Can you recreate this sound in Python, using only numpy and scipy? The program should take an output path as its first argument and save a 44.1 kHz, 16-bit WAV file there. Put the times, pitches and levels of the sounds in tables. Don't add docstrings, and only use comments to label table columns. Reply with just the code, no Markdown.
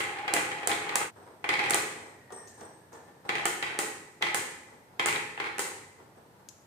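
import sys
import numpy as np
from scipy import signal
from scipy.fft import rfft, irfft, next_fast_len
from scipy.io import wavfile
from scipy.ndimage import uniform_filter1d

SR = 44100
rng = np.random.default_rng(int(sys.argv[2]) if len(sys.argv) > 2 else 0)


def write(x):
    x = np.atleast_2d(x).T
    wavfile.write(sys.argv[1], SR, np.round(np.clip(x, -1, 1) * 32767).astype(np.int16))


N = 293706
SIZE = next_fast_len(N + SR)
TIME = np.arange(SIZE) / SR
FREQ = np.maximum(np.arange(SIZE // 2 + 1) * SR / SIZE, 1)

# time in seconds, then
# strength, direct click and board thud in dB.
CLACKS = [(-0.041, -4, -9.5, 0), (0.3368, 1.5, -1, 0), (0.6723, -0.5, -1.5, -5), (0.955, 1.5, 0, -0.5),
          (1.6971, -8, -12, -14), (1.706, -2.5, -2, -1.5), (1.7436, 1.5, -2.5, -1.5), (3.4541, 0, -4.5, 1),
          (3.7885, -0.3, -5.5, -2.5), (4.3444, 0.5, -5.5, -2), (5.0585, 0.5, -5.5, -1.5),
          (5.5816, -14.5, -18, -11), (5.5918, -0.5, -7, -5.5)]
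# time in seconds, then board's end, middle and first hard contact
# in dB, first hop in seconds, change per hop in dB.
DROPS = [(0.0024, -2.5, -10.5, -18.5, 0.033, -7.5), (0.3637, -2, -14, -18, 0.151, -7.5),
         (1.489, 1.5, -4.5, -6, 0.1015, -3), (3.29, -0.5, -7, -11.5, 0.062, -3.5),
         (3.6245, -2, -20, -13, 0.039, -9), (4.2224, 0.5, -7, -6, 0.043, -6.5),
         (4.9942, 1.5, -8.5, -9, 0.089, -3.5), (5.399, -8, -10, -15.5, 0.041, -4)]
# time in seconds, then board's end, middle and contact in dB.
KNOCKS = [(0.185, -14, -24, -24), (0.2779, -5, -2, -15), (0.629, -13.5, -9, -36),
          (0.6929, -5.5, -18.5, -19), (0.7143, -4.5, -5, -7.5), (0.8908, -8.5, -13, -14),
          (1.4404, -8, -4.5, -29), (1.5365, -4, -18, -11.5), (1.734, -5.5, -19, -6),
          (5.1585, -8.5, -30, -12), (5.3746, -22, -8.5, -39)]
# start and length in seconds, then opening levels of the board's end,
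# its middle and the hollow tone in dB.
ROLLS = [(0.0, 0.38, -46, -49, -49.5), (0.344, 0.36, -43.5, -53, -52.5), (0.684, 0.33, -45.5, -47.5, -53.5),
         (1.491, 0.22, -34.5, -50, -44.5), (3.276, 0.17, -48, -48, -53), (3.622, 0.152, -45.5, -48, -61),
         (4.21, 0.15, -40.5, -54, -57), (4.997, 0.18, -41, -48.5, -57), (5.39, 0.1, -44, -46.5, -65)]
# time in seconds, gain in dB.
CLATTER_FADER = [(1.03, 0), (1.08, -5), (1.1, -11), (1.12, -40), (1.4, -30), (1.43, 0)]
# pitch in Hz, t60 in seconds, dB struck mid-board, dB at the end.
BOARD_MODES = [(115, 0.049, -37, -44), (152.3, 0.27, -21, -24), (350, 0.13, -17.5, -12),
               (427.9, 0.19, -11, -20), (515, 0.15, -19, -18.5), (833, 0.066, -7, -8),
               (865, 0.144, -28, -39), (1040, 0.068, -17, -17), (1277.4, 0.073, -19.5, -9.5),
               (1740, 0.18, -23, -28), (1772, 0.055, -38, -6), (1888, 0.037, -28, -7),
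               (1968, 0.17, -13, -2), (2058, .12, -14.5, -8), (2124, 0.013, -29, -5.5),
               (2200, 0.16, -21, -15), (2310, 0.049, -27, -21), (2389, .1, -34, -13),
               (3163, 0.017, -17.5, -7)]
# pitch in Hz, level in dB, t60 in seconds.
GROOVE_MODES = [(789, -7, 0.15), (811, 1.5, 0.23), (838.4, -3.5, .14)]
SHIMMER_MODES = [(5770, -10.5, 0.013), (8367, -1, 0.054)]
# frequency in Hz, relative level in dB.
MIDDLE_EQ = [(30, -13), (60, -32.5), (100, -13), (160, -24.5), (210, -13.5), (300, -5.5), (420, 0),
             (630, -7.5), (820, -0.5), (1050, -3), (1300, 0), (2000, -2.5), (3000, -7.5), (5000, -39),
             (9000, -33), (16000, -61)]
END_EQ = [(30, -38), (60, -30), (110, -17.5), (155, -19.5), (210, -13), (350, -11.5), (650, -16),
          (900, -4.5), (1550, -6.5), (1850, -6), (2150, 3.5), (2450, 2), (2900, -8.5), (4200, -12),
          (5500, -21), (9000, -23), (16000, -49)]
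FLEX_EQ = [(50, -28), (90, -6.5), (115, -0.5), (155, 2.5), (200, -18), (300, -28.5),
           (1000, -69.5)]
CLICK_EQ = [(300, -23), (2000, -25), (4000, -9), (5500, -11), (6800, -5), (8600, -3), (10000, -8),
            (11200, -14.5), (12500, -16), (14500, -15), (16000, -20.5)]
CONTACT_EQ = [(800, -53), (2500, -12.5), (3300, 5.5), (4300, 1), (5500, -9), (9000, -11), (11000, -20),
              (16000, -18)]
TICK_EQ = [(500, -52), (2500, -13.5), (4500, -9.5), (5800, -4.5), (6500, 1.5), (7300, -1.5), (8500, -11),
           (13000, -16), (16000, -31)]
HAND_EQ = [(35, -38), (60, -22), (100, -17.5), (190, -12.5), (300, -2), (400, -1.5), (520, -3), (640, -6.5),
           (900, -2), (1150, -9), (1750, -13), (2500, -25), (5000, -31), (11000, -40)]
AIR_EQ = [(15, -44), (25, -43), (92, 2), (249, -3.5), (335, -4.5), (714, -7), (863, -3), (1160, -12.5),
          (1440, -11.5), (2610, -20.5), (7510, -26.5), (8590, -24.5), (9320, -26), (14400, -27),
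          (16000, -43.5)]
# frequency in Hz, left minus right in dB.
CLICK_PAN = [(5000, -0.5), (8500, -12), (10500, -14), (13000, 5)]
# time in seconds, room send in dB, direct sound in dB.
TICKS = [(2.323, -32, -33), (2.473, -23.5, -35), (2.608, -35, -35), (2.929, -29, -37.5), (6.4867, -25, -23)]
# start and length in seconds, then rub and thin ring in dB.
HAND_SHIFTS = [(1.15, 0.14, -53.5, -68.5), (1.948, 0.11, -52, -61), (2.315, 0.078, -52.5, -50),
               (2.571, 0.087, -53.5, -55), (2.915, 0.058, -52, -65), (3.065, 0.044, -63, -77),
               (3.238, 0.078, -47, -66), (4.67, 0.069, -59, -71), (4.897, 0.047, -61, -85),
               (5.967, 0.037, -57, -88), (6.153, 0.038, -59, -75), (6.345, 0.045, -61.5, -88)]
# time in seconds, level in dB.
HAND_BUMPS = [(2.303, -18), (2.321, -17), (2.61, -15.5), (2.63, -22), (3.084, -27.5), (4.209, -15),
              (4.99, -18)]
# time in seconds, pitch in Hz, level in dB.
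WHIR_GLIDE = [(2.099, 1920, -69), (2.401, 1840, -59), (2.65, 1707, -78), (2.85, 1680, -70),
              (3.05, 1766, -66.5), (3.249, 1795, -71)]
# frequency in Hz, t60 in seconds.
ROOM_T60 = [(100, 0.73), (400, 0.86), (1000, 0.7), (1414, 0.69), (2000, 0.91), (2830, 0.69), (4500, 0.77),
            (8500, 0.7), (15000, 0.45)]
# frequency in Hz, left-right correlation.
STEREO_LIKENESS = [(60, 0.91), (250, 0.88), (500, 0.8), (1000, 0.046), (2000, 0), (16000, 0)]


def marbles():
    clack_s, strength_db, click_db, thud_db = np.transpose(CLACKS)
    clacks, thuds = blows(clack_s, strength_db), blows(clack_s, thud_db)
    hit_end, hit_middle, hit_contact = impacts()
    roll_end, roll_middle, roll_hollow = runs(clacks)
    on_end, on_middle = hit_end + roll_end, thuds + hit_middle + roll_middle
    wood = board(on_middle, MIDDLE_EQ, column=2, bloom_t60=0.024,
                 dense_db=-5.5, dense_t60=0.16, modes_db=-0.5)
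    wood += board(on_end, END_EQ, column=3, bloom_t60=0.068, dense_db=-10, dense_t60=0.2, modes_db=-3)
    wood += undb(-6) * convolve(thuds, pulse(MIDDLE_EQ))
    wood += undb(-22.5) * convolve(flurry(on_end, t60=0.25), pulse(FLEX_EQ))
    hollow = convolve(roll_hollow + undb(-25) * thuds, rings(GROOVE_MODES))
    contact = convolve(flurry(hit_contact, t60=0.022), pulse(CONTACT_EQ))
    glass = glass_click(blows(clack_s, click_db))
    spill = convolve(clacks, pulse(CLICK_EQ))
    send = undb(-0.5) * wood[0] + undb(-13) * hollow[0] + undb(-2) * contact[0] + spill
    echo = room(send, build_s=0.009, early_db=-9, early_t60=0.39)
    fader = undb(np.interp(TIME, *np.transpose(CLATTER_FADER)))
    return (wood + hollow + contact + glass + echo) * fader


def glass_click(force, direct_db=-5, smear_t60=0.01, groove_db=-8, groove_t60=0.03):
    click = undb(direct_db) * force + flurry(force, smear_t60)
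    placed = irfft(rfft(click) * pan(over_hz(CLICK_PAN)), SIZE)
    scattered = undb(groove_db) * flurry(force, groove_t60)
    return convolve(placed + scattered, pulse(CLICK_EQ))


def impacts(hop_contact_db=-12.5):
    s, end_db, middle_db, contact_db, hop_s, hop_db = np.transpose(DROPS)
    end, middle = bounces(s, end_db, hop_s, hop_db), bounces(s, middle_db, hop_s, hop_db)
    hops = end - blows(s, end_db)
    contact = blows(s, contact_db) + undb(hop_contact_db) * hops
    s, end_db, middle_db, contact_db = np.transpose(KNOCKS)
    return end + blows(s, end_db), middle + blows(s, middle_db), contact + blows(s, contact_db)


def runs(clacks):
    start, length, end_db, middle_db, hollow_db = np.transpose(ROLLS)
    end, middle, hollow = (
        strokes(start, length, db, attack_s=0.006, release_t60=0.049, db_per_s=slope)
        for db, slope in [(end_db, -32.5), (middle_db, 18), (hollow_db, 18)])
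    shuffle = undb(-38.5) * convolve(clacks, pad(fade(t60=0.44)))
    grain = roughness(bumps_per_s=260, scatter_db=5)
    fine_grain = roughness(bumps_per_s=1000, scatter_db=4)
    return grain * end, grain * (middle + shuffle), fine_grain * hollow


def board(force, eq, column, bloom_t60, dense_db, dense_t60, modes_db):
    bloom = undb(-1.5) * flurry(force, bloom_t60, rise_s=0.00098)
    dense = undb(dense_db) * flurry(force, dense_t60)
    modes = rings([(mode[0], mode[column], mode[1]) for mode in BOARD_MODES])
    return convolve(bloom + dense, pulse(eq)) + undb(modes_db) * convolve(force, modes)


def ticks(left_db=12, chatter_s=0.0033, chatter_db=-5):
    s, send_db, direct_db = np.transpose(TICKS)
    direct = pan(left_db) * bounces(s, direct_db, chatter_s, chatter_db)
    echo = room(bounces(s, send_db, chatter_s, chatter_db), build_s=0.0055, early_db=0, early_t60=0.062)
    return convolve(direct + echo, pulse(TICK_EQ))


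def hand(attack_s=0.0067):
    start, length, rub_db, ring_db = np.transpose(HAND_SHIFTS)
    rub = roughness(bumps_per_s=530, scatter_db=6)
    rub *= strokes(start, length, rub_db, attack_s, release_t60=0.3)
    push = rub + blows(*np.transpose(HAND_BUMPS))
    shimmer = convolve(rng.standard_normal(SIZE), rings(SHIMMER_MODES))
    shimmer *= strokes(start, length, ring_db, attack_s, release_t60=0.26)
    return convolve(flurry(push, t60=0.081), pulse(HAND_EQ)) + shimmer


def whir(waver_s=0.008):
    s, hz, db = np.transpose(WHIR_GLIDE)
    waver = uniform_filter1d(rng.standard_normal(SIZE), size=round(waver_s * SR))
    tone = np.sin(2 * np.pi * np.cumsum(np.interp(TIME, s, hz)) / SR)
    return waver / np.std(waver) * tone * np.interp(TIME, s, undb(db), left=0, right=0)


def room(send, build_s, early_db, early_t60):
    noise, tail = rfft(diffuse()[:, :SR]), 0
    half_octaves = 2 * np.log2(np.clip(np.arange(SR // 2 + 1), 125, 16000) / 125)
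    for k in range(15):
        band = irfft(noise * np.maximum(1 - abs(half_octaves - k), 0), SR)
        tail = tail + band * fade(over_hz(ROOM_T60, 125 * 2 ** (k / 2)))
    tail = tail * ramp(build_s) * (1 + undb(early_db) * fade(early_t60))
    return convolve(send, pad(unit(tail)))


def air(level_db=-58.5):
    return undb(level_db) * convolve(diffuse(), pulse(AIR_EQ))


def blows(times, db):
    force = np.zeros(SIZE)
    np.add.at(force, np.round(np.asarray(times) * SR).astype(int), undb(db))
    return force


def bounces(times, db, first_hop_s, hop_db, count=4, rebound=0.46):
    force = 0
    for k in range(count):
        force = force + blows(times, db + k * hop_db)
        times = times + first_hop_s * rebound ** k
    return force


def roughness(bumps_per_s, scatter_db):
    bumps = (rng.random(SIZE) < bumps_per_s / SR) * rng.choice([-1, 1], SIZE)
    force = bumps * undb(scatter_db * np.clip(rng.standard_normal(SIZE), -2, 2))
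    return force / np.std(force)


def strokes(start_s, length_s, db, attack_s, release_t60, db_per_s=0):
    gain, age = np.zeros(SIZE), TIME[:SR]
    for start, length, level in zip(start_s, length_s, db):
        release = np.exp(-np.log(1000) * np.maximum(age - length, 0) / release_t60)
        first = max(round(start * SR), 0)
        gain[first:first + SR] += undb(level + db_per_s * age) * ramp(attack_s) * release
    return gain


def flurry(force, t60, rise_s=0.000086):
    shape = fade(t60) * ramp(rise_s)
    power = convolve(force ** 2, pad(unit(shape)) ** 2)
    noise = diffuse()
    return np.sqrt(np.maximum(power, 0)) * noise / np.std(noise)


def rings(modes):
    ring = 0
    for hz, db, t60 in modes:
        phase = rng.uniform(0, 2 * np.pi) + np.array([[0], [1]]) * rng.standard_normal() * hz / 900
        ring = ring + undb(db) * unit(np.sin(2 * np.pi * hz * TIME[:SR] + phase) * fade(t60))
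    return pad(ring * ramp(rise_s=0.0009))


def diffuse():
    mid, side = rfft(rng.standard_normal((2, SIZE)))
    alike = np.clip(over_hz(STEREO_LIKENESS), -.99, .99)
    mid, side = mid * np.sqrt((1 + alike) / 2), side * np.sqrt((1 - alike) / 2)
    return irfft([mid + side, mid - side], SIZE)


def pulse(eq):
    cepstrum = irfft(np.log(undb(over_hz(eq))), SIZE)
    cepstrum[1:SIZE // 2] *= 2
    cepstrum[SIZE // 2 + 1:] = 0
    return unit(irfft(np.exp(rfft(cepstrum)), SIZE))


def ramp(rise_s):
    return np.minimum(TIME[:SR] / rise_s, 1)


def fade(t60):
    return np.exp(-np.log(1000) * TIME[:SR] / t60)


def pan(left_db):
    return undb(np.array([[.5], [-.5]]) * left_db)


def pad(x):
    return np.concatenate([x, np.zeros(x.shape[:-1] + (SIZE - SR,))], axis=-1)


def convolve(x, response):
    return irfft(rfft(x) * rfft(response), SIZE)


def over_hz(points, hz=FREQ):
    f, value = np.transpose(points)
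    return np.interp(np.log(hz), np.log(f), value)


def unit(x):
    return x / np.sqrt(np.sum(x ** 2, axis=-1, keepdims=True))


def undb(db):
    return 10 ** (np.asarray(db) / 20)


def scene():
    handling = hand() + whir()
    handling_echo = undb(-1) * room(handling[0], build_s=0.0068, early_db=-5, early_t60=0.036)
    near = marbles() + handling + handling_echo + ticks()
    travel = round(0.0012 * SR)
    return (np.roll(near, travel, axis=-1) + air())[:, :N]


def record(dry, low_cut_hz=38, top_hz=15400):
    lean = signal.sosfilt(signal.butter(2, low_cut_hz, "highpass", fs=SR, output="sos"), dry)
    return signal.sosfilt(signal.ellip(8, .2, 70, top_hz, fs=SR, output="sos"), lean)


dry = scene()
out = record(dry)
write(out)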